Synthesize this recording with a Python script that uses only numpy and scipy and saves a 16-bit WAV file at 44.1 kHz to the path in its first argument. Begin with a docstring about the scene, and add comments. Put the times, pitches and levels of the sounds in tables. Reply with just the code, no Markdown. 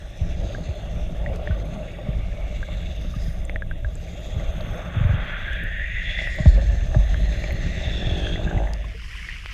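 """Under water beside a hull

A camera in a waterproof case is held just under the surface beside a boat's hull. Filtered pops and noise
churn and fizz through the case's resonances, over a deep rumble of low-passed noise. Decaying sines plink
as bubbles, gliding resonances sweep by as clouds and jets, pitch-sagging swells thud as gulps of air, and
blows ring the case. At the end the camera surfaces into open splashing."""
import sys
import numpy as np
from scipy import signal
from scipy.fft import rfft, irfft
from scipy.io import wavfile
from scipy.ndimage import uniform_filter1d, map_coordinates

SR = 44100
rng = np.random.default_rng(int(sys.argv[2]) if len(sys.argv) > 2 else 0)


def dump_mix(stems):
    """Bounce the given channels to the path in sys.argv[1] as a 16-bit WAV at rate SR."""
    frames = np.atleast_2d(stems).T  # one column per channel
    limited = np.clip(frames, -1, 1)  # hard clip at full scale
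    pcm = np.round(limited * 32767).astype(np.int16)
    wavfile.write(sys.argv[1], SR, pcm)


N = 420273
TIME = np.arange(N) / SR
BINS = np.fft.rfftfreq(N, 1 / SR)
SURFACE_S = 8.85  # the camera leaves the water


# Flow along the hull. Each row: time in seconds, strength in dB.
FLOW_CURVE = [(0.0, -52.5), (0.47, -39.5), (2.23, -40.5), (3.77, -49.5), (4.71, -39), (5.28, -41.5),
              (5.62, -49), (5.92, -54.5), (6.52, -42), (7.98, -39.5), (8.23, -36), (8.55, -38), (8.9, -47)]
FLOW_USUAL_DB = -41.5


def flow_excess_db():
    """Flow strength above its usual value; it drives gurgle, churn and trickle."""
    return follow(FLOW_CURVE)[0] - FLOW_USUAL_DB


# Foam near the case. Each row: time in seconds, strength in dB.
FOAM_CURVE = [(0.0, -60.5), (0.45, -56), (1.19, -62), (3.05, -59), (3.3, -56.5), (3.44, -62.5),
              (3.72, -67.5), (3.97, -60), (4.16, -56.5), (4.31, -57), (5.67, -65.5), (5.92, -59),
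              (6.24, -51.5), (6.72, -54), (8.16, -53.5), (8.65, -60.5), (8.9, -67)]
FOAM_USUAL_DB = -59


def foam_excess_db():
    """Foam strength above its usual value; it drives mainly the fizz."""
    return follow(FOAM_CURVE)[0] - FOAM_USUAL_DB


# Puffs of the finest fizz. Each row: loudest moment in seconds, level in dB.
MIST_PUFFS = [(.08, -80), (3.25, -65.5), (4.62, -68.5), (7.25, -69)]
PUFF_SWELL_S = 0.16


def rush(case, flow_db, foam_db):
    """Bubbles of four sizes sound through the case: large ones follow the flow, fine ones the foam."""
    gurgle_db = -41.5 + 0.77 * flow_db
    steady_trickle = amp(-51 + .3 * flow_db + 0.13 * foam_db)
    cloud_trickle = amp(follow(BUBBLE_CLOUD)[0] - 15) * (TIME > BUBBLE_CLOUD[0][0])
    trickle_db = 20 * np.log10(steady_trickle + cloud_trickle)
    fizz_db = -58 + 1.08 * foam_db
    puff_power = sum((amp(db) * swell(TIME, s, PUFF_SWELL_S)) ** 2 for s, db in MIST_PUFFS)
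    mist_db = 10 * np.log10(amp(-72.0 + 0.092 * foam_db) ** 2 + puff_power)

    large = pops(250, 0.89, wash_db=0.5) + amp(-20) * blips(296.6, 809, per_s=90, cycles=8.3)
    gurgle = amp(gurgle_db + 0.85 * wander(12)) * shaped(large, case * band(186, 1407))
    small = pops(1200, 1.4, wash_db=1.5) + amp(-13) * blips(1162, 2600, per_s=150, cycles=9.5)
    trickle = amp(trickle_db + 1.13 * wander(18)) * shaped(small, case * band(1630, 3550))
    fine = pops(1200, 1.6, wash_db=-0.5)
    fizz = amp(fizz_db + 1.7 * wander(25)) * shaped(fine, case * band(4190, 9000))
    finest = pops(300, 5.5, wash_db=8)
    mist = amp(mist_db + 1.0 * wander(18)) * shaped(finest, case * band(9140, 16000))

    lower = swirl(gurgle + trickle, patch_db=1.73, patch_hz=398, patch_s=.07)
    upper = swirl(fizz + mist, patch_db=2.73, patch_hz=419, patch_s=.25)
    return lower + upper


# Dense cloud of bubbles. Each row: time in seconds, level in dB before trim, pitch in Hz.
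BUBBLE_CLOUD = [(4.3, -53, 1200), (4.9, -39, 1150), (5.35, -31.5, 1510), (5.85, -29.5, 1870),
                (6.26, -29, 1980), (6.55, -41, 1770), (6.9, -47.5, 1750), (7.25, -42, 1870),
                (7.8, -37.5, 1930), (8.5, -44.5, 1560), (8.8, -47, 1890)]
# when and how fast its bubbles become alike, share that stays mixed
SORTED_S, SORTING_S, MIXED_LEFT = 5.42, .15, 0.067


def cloud(case, fine_ratio=1.27, fine_db=-9, fine_width_hz=800):
    """A cloud of bubbles rings around a gliding pitch, narrower once they are alike, finer ones above."""
    level_db, hz = follow(BUBBLE_CLOUD)
    drive = pops(900, 0.78, wash_db=1) * amp(0.54 * wander(45))
    narrow = evened(resonate_twice(drive, hz, 320))
    wide = evened(resonate_twice(drive, hz, 1400))
    fine = evened(resonate_twice(rng.standard_normal(N), fine_ratio * hz, fine_width_hz))
    fine *= amp(fine_db + 1.9 * (level_db + 29))  # a denser cloud holds more fine bubbles
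    unsorted_share = .5 * (1 - np.tanh((TIME - SORTED_S) / SORTING_S))
    mixed = MIXED_LEFT + (1 - MIXED_LEFT) * unsorted_share
    ring = shaped((1 - mixed) * narrow + mixed * wide + fine, case * band(850, 3100))
    ring = swirl(ring, patch_db=1.3, patch_hz=160, patch_s=.07)
    ring /= np.sqrt(uniform_filter1d(ring ** 2, SR // 5) + 1e-6)  # even out slow level swings
    fade_in = np.clip((TIME - BUBBLE_CLOUD[0][0]) / 0.078, 0, 1)
    return ring * amp(level_db - 3.05) * fade_in


# Narrow jets of fine bubbles. Each row: loudest moment in seconds, whistle level in dB,
# swell time in seconds, pitch at the loudest moment in Hz, glide in Hz per second.
BUBBLE_JETS = [(2.5, -51, 0.32, 2220, 0), (2.85, -52.5, 0.24, 3490, 300), (4.3, -61.5, 0.24, 6700, -600),
               (4.45, -52.5, 0.22, 3350, 94), (5.4, -46.5, 0.24, 3310, 198), (6.15, -36, 0.079, 3420, 300),
               (6.42, -54, 0.068, 6860, -1), (7.45, -51.5, .25, 4130, 495), (7.8, -57, 0.66, 6360, -2),
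               (8.04, -36, 0.17, 3457, -600), (8.33, -42.5, .11, 3366, 1300)]


def jet(case_hz=2700, case_db=-7, case_width_hz=380, spread=0.1):
    """Each jet swells and fades as a fuzzy, gliding whistle and stirs a fixed mode of the case."""
    out = np.zeros(N)
    drive = pops(1500, 2.4, wash_db=-4.5) * amp(2.2 * wander(30))
    body = evened(resonate_twice(drive, case_hz, case_width_hz))
    for s, db, swell_s, peak_hz, glide_hz_per_s in BUBBLE_JETS:
        near = abs(TIME - s) < 3 * swell_s
        hz = peak_hz + glide_hz_per_s * (TIME[near] - s)
        whistle = evened(resonate_twice(drive[near], hz, spread * peak_hz))
        out[near] += amp(db) * swell(TIME[near], s, swell_s) * (whistle + amp(case_db) * body[near])
    return out


# Quick, even train of bubbles. Each row: time in seconds, level in dB, rate in bubbles per second,
# overtone level in dB re the purr.
FLUTTER_CURVE = [(7.3, -44.5, 49, -20), (7.8, -49.5, 45.5, -28), (8.1, -35.5, 44.6, -34),
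                 (8.35, -38, 53.6, -15), (8.6, -39, 54, 2), (8.75, -72, 63, 20)]


def flutter():
    """Bubbles pinch off one after another: a pulse train through resonances makes a low purr."""
    level_db, rate_hz, overtone_db = follow(FLUTTER_CURVE)
    turns = np.floor(np.cumsum(rate_hz * (1 + .025 * wander(16))) / SR)
    pulses = np.diff(turns, prepend=0) * amp(0.76 * wander(23))
    purr = evened(resonate(resonate(pulses, 333, 210), 330, 170))
    # the overtone rises as the train speeds up
    overtone = evened(resonate(resonate(pulses, 13.8 * rate_hz, 150), 14.2 * rate_hz, 140))
    active = (TIME > FLUTTER_CURVE[0][0]) * (TIME < FLUTTER_CURVE[-1][0])
    return (purr + amp(overtone_db) * overtone) * amp(level_db) * active


# Low thuds of air and water. Each row: start in seconds, gulp level in dB, nominal pitch in Hz,
# level of the boom in dB.
AIR_THUDS = [(.208, -14.5, 88, -40), (0.685, -17, 79, -27), (1.499, -13, 80, -20), (2.085, -17.5, 143, -19),
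             (3.161, -21.5, 145, -21.5), (3.278, -24, 148, -38), (3.843, -21.5, 67, -24),
             (4.356, -17.5, 88.4, -44), (6.4, -15, 134, -38), (6.457, -7.5, 144, -38),
             (6.467, 1.5, 59.7, -9.5), (6.959, -8, 115.5, -10), (7.647, -18.5, 92, -41),
             (8.065, -16.5, 110, -43), (8.115, -14.5, 84.4, -40), (8.56, -14, 106, -15.5)]


def thuds(boom_hz=50.55, boom_t60_s=1.33):
    """A gulp with a long, deep boom: a slowly decaying low sine."""
    out, t = np.zeros(N), np.arange(SR) / SR
    boom = amp(-60 * t / boom_t60_s) * (1 - np.exp(-t / 0.0084)) * np.sin(2 * np.pi * boom_hz * t)
    for s, db, hz, boom_db in AIR_THUDS:
        add(out, s, amp(db) * gulp(hz) + amp(boom_db) * boom)
    return out


GLUG_START_S, GLUGS_PER_S, GLUG_HZ = 4.964, 23.2, 105.3
GLUG_MIDDLE_DB, GLUG_FALL_DB = -9, 1.8  # fall per glug to either side


def glugs(count=5, uneven_s=0.0023):
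    """A pocket of air escapes in a loose run of gulps, strongest in the middle."""
    out = np.zeros(N)
    for k in range(count):
        s = GLUG_START_S + k / GLUGS_PER_S + uneven_s * rng.standard_normal()
        hz = GLUG_HZ * rng.uniform(0.78, 1.11)
        db = GLUG_MIDDLE_DB - GLUG_FALL_DB * abs(k - count // 2)
        add(out, s, amp(db) * gulp(hz))
    return out


THUD_CYCLES = 0.93  # nominal cycles that a gulp takes to swell


def gulp(hz, sag=0.45):
    """A swell of a few cycles whose pitch sags from hz * (1 + sag) toward hz * (1 - sag)."""
    u = np.arange(SR) / SR * hz / THUD_CYCLES
    turns = np.cumsum(hz * (1 + sag * (np.exp(-u / 2) - .5) * 2)) / SR
    return (u * np.exp(1 - u)) ** 1.58 * np.sin(2 * np.pi * turns)


# Knocks on the case. Each row: start in seconds, level in dB before trim, t60 in seconds.
CASE_KNOCKS = [(1.708, -32, .032), (1.986, -25, 0.12), (2.071, -26, 0.062), (2.685, -22.5, 0.046),
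               (6.214, -26, 0.075), (6.385, -20.5, .12), (6.458, -13, 0.043), (6.62, -26, 0.045),
               (6.946, -13.5, 0.072), (7.438, -20, 0.05), (8.674, -19, 0.034)]


def knocks():
    """Short blows ring the lowest modes of the case."""
    out = np.zeros(N)
    for s, db, t60_s in CASE_KNOCKS:
        add(out, s, amp(db - 7.5) * case_ring(t60_s))
    return out


# Single bubbles close by. Each row: start in seconds, level in dB, starting pitch in Hz, t60 in seconds.
BUBBLE_PLINKS = [(.5483, -25, 1600, 0.03), (1.262, -21, 1900, .021), (1.474, -19, 1790, 0.015),
                 (1.509, -30.5, 1500, 0.063), (2.629, -24, 1600, 0.034), (3.139, -35, 1210, 0.053),
                 (3.496, -14, 2100, 0.0063), (3.5597, -14, 1860, 0.012), (3.6217, -20.5, 1640, .026),
                 (3.712, -23, 1580, .028), (3.8467, -24.5, 1620, 0.033), (6.1888, -17.5, 2050, 0.043),
                 (6.2726, -17.5, 1896, 0.035), (6.577, -27.5, 534, 0.22), (6.945, -25, 1700, .032),
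                 (7.144, -17.5, 1680, 0.014), (7.44, -21, 2280, .021), (7.5075, -19.5, 2040, 0.014),
                 (8.2694, -23, 1590, 0.02), (8.3584, -21.5, 1940, 0.018), (8.475, -26, 1610, 0.062),
                 (8.5118, -24, 1580, 0.026), (8.577, -26.5, 2006, .028), (8.673, -28.5, 1980, 0.023),
                 (8.843, -35.5, 1060, 0.046), (8.947, -37, 446, 0.09), (9.288, -19, 1900, 0.021),
                 (9.34, -24, 2120, .013), (9.4598, -4.5, 1980, 0.0016)]
NUDGE_DB, NUDGE_T60_S = -12, .02  # case ring re the bubble


def plinks(phase_creep_per_s=.5, onset_s=0.00025):
    """Each bubble snaps free and rings, its pitch creeping upward; under water it nudges the case."""
    out, t = np.zeros(N), np.arange(SR // 5) / SR
    for s, db, hz, t60_s in BUBBLE_PLINKS:
        tone = np.sin(2 * np.pi * hz * t * (1 + phase_creep_per_s * t))
        ring = tone * amp(-60 * t / t60_s) * (1 - np.exp(-t / onset_s))
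        nudge = amp(NUDGE_DB) * case_ring(NUDGE_T60_S) * (s < SURFACE_S)
        add(out, s, amp(db) * (ring + nudge))
    return out


# Sharp ticks on the case. Each row: start in seconds, peak in dB before trim, centre in Hz,
# width of each resonance in Hz.
CASE_TICKS = [(1.36, -37, 7000, 6000), (3.451, -36, 7640, 1200), (3.9545, -36, 7600, 1400),
              (4.6079, -34, 3780, 900), (5.532, -40.5, 6950, 5000), (5.637, -41, 12000, 3500),
              (6.3593, -46, 13500, 3000), (7.5247, -40, 13000, 6000), (8.735, -25.5, 5000, 2920)]


def ticks():
    """Tiny bubbles and grit click on the case: brief noise through a resonance."""
    out, t = np.zeros(N), np.arange(SR // 20) / SR
    for s, db, hz, width_hz in CASE_TICKS:
        crack = rng.standard_normal(len(t)) * np.exp(-t / 0.0015)
        tick = resonate_twice(crack, hz, width_hz)
        add(out, s, amp(db + 1.5) * tick / abs(tick).max())
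    return out


# Splashing in the air. Each row: time in seconds, level in dB.
SPLASH_CURVE = [(8.75, -48), (8.95, -46.5), (9.05, -43), (9.17, -40), (9.33, -41), (9.42, -43), (9.53, -40)]
# Splash spectrum. Each row: frequency in Hz, relative level in dB.
SPLASH_SPECTRUM = [(200, -17), (450, -21.5), (850, -24), (1400, -17.5), (1940, -6.5), (3000, -7.5),
                   (3800, -21), (5050, -18), (6700, -25), (9000, -31), (12500, -35), (15500, -45)]


def splash():
    """Above the surface, water spatters and drips beside the hull: dense pops and short blips."""
    level_db, = follow(SPLASH_CURVE)
    spray = pops(4500, 3.2, wash_db=0)
    drips = blips(1000, 6000, per_s=900, cycles=3.5)
    spatter = shaped(spray + amp(-7) * drips, colour(SPLASH_SPECTRUM))
    return amp(level_db) * swirl(spatter, patch_db=1.3, patch_hz=700, patch_s=.04)


# Surges of water that shove the case. Each row: start in seconds, length in seconds,
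# rumble level in dB before trim.
WATER_SURGES = [(.18, 0.23, -24), (0.838, 0.55, -25), (2.087, 1.82, -27), (4.28, 0.33, -24.5),
                (4.954, 0.16, -22), (5.37, 1.34, -27.5), (6.412, 0.9, -20.5), (7.44, 1.11, -24.5)]
SURGE_ATTACK_S, SURGE_RELEASE_S, CALM_DB = 0.05, 0.18, -35
# Rumble spectrum. Each row: frequency in Hz, relative level in dB.
RUMBLE_SPECTRUM = [(10, -44), (22, 4), (36, 0.5), (51, 3), (70, -1.5), (95, -11), (130, -20), (200, -51)]
# Churn spectrum. Each row: frequency in Hz, relative level in dB.
CHURN_SPECTRUM = [(60, -27), (105, 6), (135, -4), (168, 4), (215, -8.5), (280, -15.5), (450, -19)]


def rumble(flow_db, air, churn_db=-37.0, churn_follow=0.51, churn_air_db=-51, churn_surge=0.32):
    """Surges of eddies shove the case, with a lumpy churn above them that follows the flow."""
    power = amp(CALM_DB) ** 2
    for s, length_s, db in WATER_SURGES:
        rise = np.clip((TIME - s) / SURGE_ATTACK_S, 0, 1)
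        fall = np.exp(-np.maximum(TIME - s - length_s, 0) / SURGE_RELEASE_S)
        power = power + (amp(db - 1.0) * rise * fall) ** 2
    deep = np.sqrt(power) * eddies(RUMBLE_SPECTRUM, even_s=0.17)
    surge_gain = (power / power.mean()) ** (churn_surge / 2)
    churn_under = amp(churn_db + churn_follow * flow_db) * surge_gain
    churn_gain = (1 - air) * churn_under + air * amp(churn_air_db)
    return deep + churn_gain * amp(3.25 * wander(14)) * eddies(CHURN_SPECTRUM, even_s=0.13)


def whine():
    """The camera's faint electronic whine: a wavering sine that pulses with its frame rate."""
    frame_pulse = 1 + np.cos(2 * np.pi * 29.7 * TIME)
    tone = np.sin(2 * np.pi * np.cumsum(8631 + 5 * wander(18)) / SR)
    return amp(-79.5) * frame_pulse * tone


# Resonances of the case. Each row: centre in Hz, width scale in Hz, relative level in dB.
CASE_MODES = [(353, 560, -7), (607.3, 157, 3.5), (767, 207, -8), (1163, 125, -14.5), (1500, 350, -14.5),
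              (1980, 1600, -13), (2750, 390, -13), (3513, 590, -9.5), (4120, 660, -28.5),
              (5040, 1340, -31.5), (6330, 880, -28), (7300, 1770, -37), (9400, 2600, -45),
              (12940, 5200, -47.5)]


def case_response():
    """Gain per bin of the case: power sum of its resonances."""
    gains = (amp(db) / (1 + ((BINS - hz) / width_hz) ** 2) ** 3 for hz, width_hz, db in CASE_MODES)
    return np.sqrt(sum(gain ** 2 for gain in gains))


def case_ring(t60_s):
    """Four lowest modes of the case after a short blow, each slightly detuned at random."""
    t = np.arange(SR // 5) / SR
    ring = sum(amp(mode_db) * np.sin(2 * np.pi * hz * rng.uniform(0.9, 1.05) * t)
               for hz, _, mode_db in CASE_MODES[:4])
    return amp(-60 * t / t60_s) * ring * (1 - np.exp(-t / 0.00068))


def pops(per_s, spread_db, wash_db):
    """Countless bursting bubbles: near ones as clicks of uneven size, far ones merged into a wash."""
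    size = amp(spread_db * np.minimum(rng.exponential(1, N), 5)) * rng.choice([-1, 1], N)
    clicks = evened(size * (rng.random(N) < per_s / SR))
    return evened(clicks + amp(wash_db) * rng.standard_normal(N))


def blips(lo_hz, hi_hz, per_s, cycles, count=16):
    """Scattered single bubbles, each ringing a few cycles with a rising pitch."""
    out, t = np.zeros(N), np.arange(SR // 12) / SR
    for hz in np.geomspace(lo_hz, hi_hz, count):
        u = hz * t / cycles
        chance = rng.random(N) * (SR * count / per_s)  # below 1: a bubble starts here
        ring = np.sin(2 * np.pi * hz * t * (1 + 0.019 * u)) * np.exp(-u) * (1 - np.exp(-6 * u))
        for at in np.flatnonzero(chance < 1):
            add(out, at / SR, amp(-14 * chance[at]) * ring)
    return evened(out)


def eddies(points, even_s):
    """Low turbulent pressure, of fairly even strength over spans longer than even_s."""
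    x = shaped(rng.standard_normal(N), colour(points))
    return x / np.sqrt(uniform_filter1d(x ** 2, int(even_s * SR) + 1) + 1e-3)


def swirl(x, patch_db, patch_hz=500, patch_s=.12):
    """Drifting bubbles bring out one band, then another: random gain patches in time and frequency."""
    hz, s, z = signal.stft(x, SR, nperseg=512)
    grid = np.meshgrid(hz / patch_hz, s / patch_s, indexing="ij")
    patches = evened(map_coordinates(rng.standard_normal((80, 200)), grid, order=1, mode="wrap"))
    return signal.istft(z * amp(patch_db * patches), SR, nperseg=512)[1][:N]


def swell(t, peak_s, swell_s):
    """A bell-shaped rise and fall as something drifts past."""
    return np.exp(-.5 * ((t - peak_s) / swell_s) ** 2)


def wander(hz):
    """Slow chance of rms 1, with about hz swings a second."""
    knots = rng.standard_normal(4000)
    return evened(np.interp(TIME * 2 * hz, np.arange(len(knots)), knots))


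def resonate(x, hz, width_hz):
    """A one-pole resonance of about unit gain that can follow a pitch curve."""
    turn = np.exp(2j * np.pi * np.cumsum(hz * np.ones(len(x))) / SR)
    r = np.exp(-np.pi * width_hz / SR)
    # shift the pitch to 0 Hz, low-pass, shift back
    return 2 * (turn * signal.lfilter([1 - r], [1, -r], x / turn + 1e-18)).real


def resonate_twice(x, hz, width_hz):
    """Two equal resonances in series, for steeper skirts."""
    return resonate(resonate(x, hz, width_hz), hz, width_hz)


def colour(points):
    """Gain per bin from a short spectrum, rolled off above its last point."""
    hz, db = np.transpose(points)
    return amp(np.interp(np.log(BINS + 1), np.log(hz), db)) / (1 + (BINS / hz[-1]) ** 8)


def band(lo_hz, hi_hz):
    """Gain per bin of a steep band-pass."""
    return 1 / np.sqrt((1 + (lo_hz / (BINS + 1)) ** 20) * (1 + (BINS / hi_hz) ** 20))


def shaped(x, gain):
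    """Filters x by a gain per bin, to rms 1."""
    return evened(irfft(rfft(x) * gain, N))


def follow(rows):
    """Each column of a curve table, interpolated at every sample."""
    s, *columns = np.transpose(rows)
    return [np.interp(TIME, s, c) for c in columns]


def add(mix, s, sound):
    """Mixes a sound in at time s."""
    part = mix[max(round(s * SR), 0):][:len(sound)]
    part += sound[:len(part)]


def evened(x):
    """Scales to rms 1."""
    return x / np.sqrt(np.mean(x ** 2) + 1e-20)


def amp(db):
    """Decibels to gain."""
    return 10 ** (np.asarray(db) / 20)


def scene():
    """Underwater sounds give way to open splashing as the camera comes up."""
    case = case_response()
    air = np.clip((TIME - SURFACE_S) / 0.29 + .5, 0, 1)  # 0 under water, 1 above
    flow_db, foam_db = flow_excess_db(), foam_excess_db()
    under = rush(case, flow_db, foam_db) + cloud(case) + jet() + flutter()
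    water = np.sqrt(1 - air) * under + np.sqrt(air) * splash()
    hits = thuds() + glugs() + knocks() + plinks() + ticks()
    return (water + hits + rumble(flow_db, air) + whine())[None]


EDGE_HZ = 15550


def record(dry):
    """Rounds off the loudest peaks, then low-passes at EDGE_HZ."""
    rounded = dry / (1 + (dry / .95) ** 8) ** (1 / 8)
    lowpass = signal.firwin(511, EDGE_HZ, window=("kaiser", 9), fs=SR)
    return signal.oaconvolve(rounded, lowpass[None], "same")


dry = scene()
out = record(dry)
dump_mix(out)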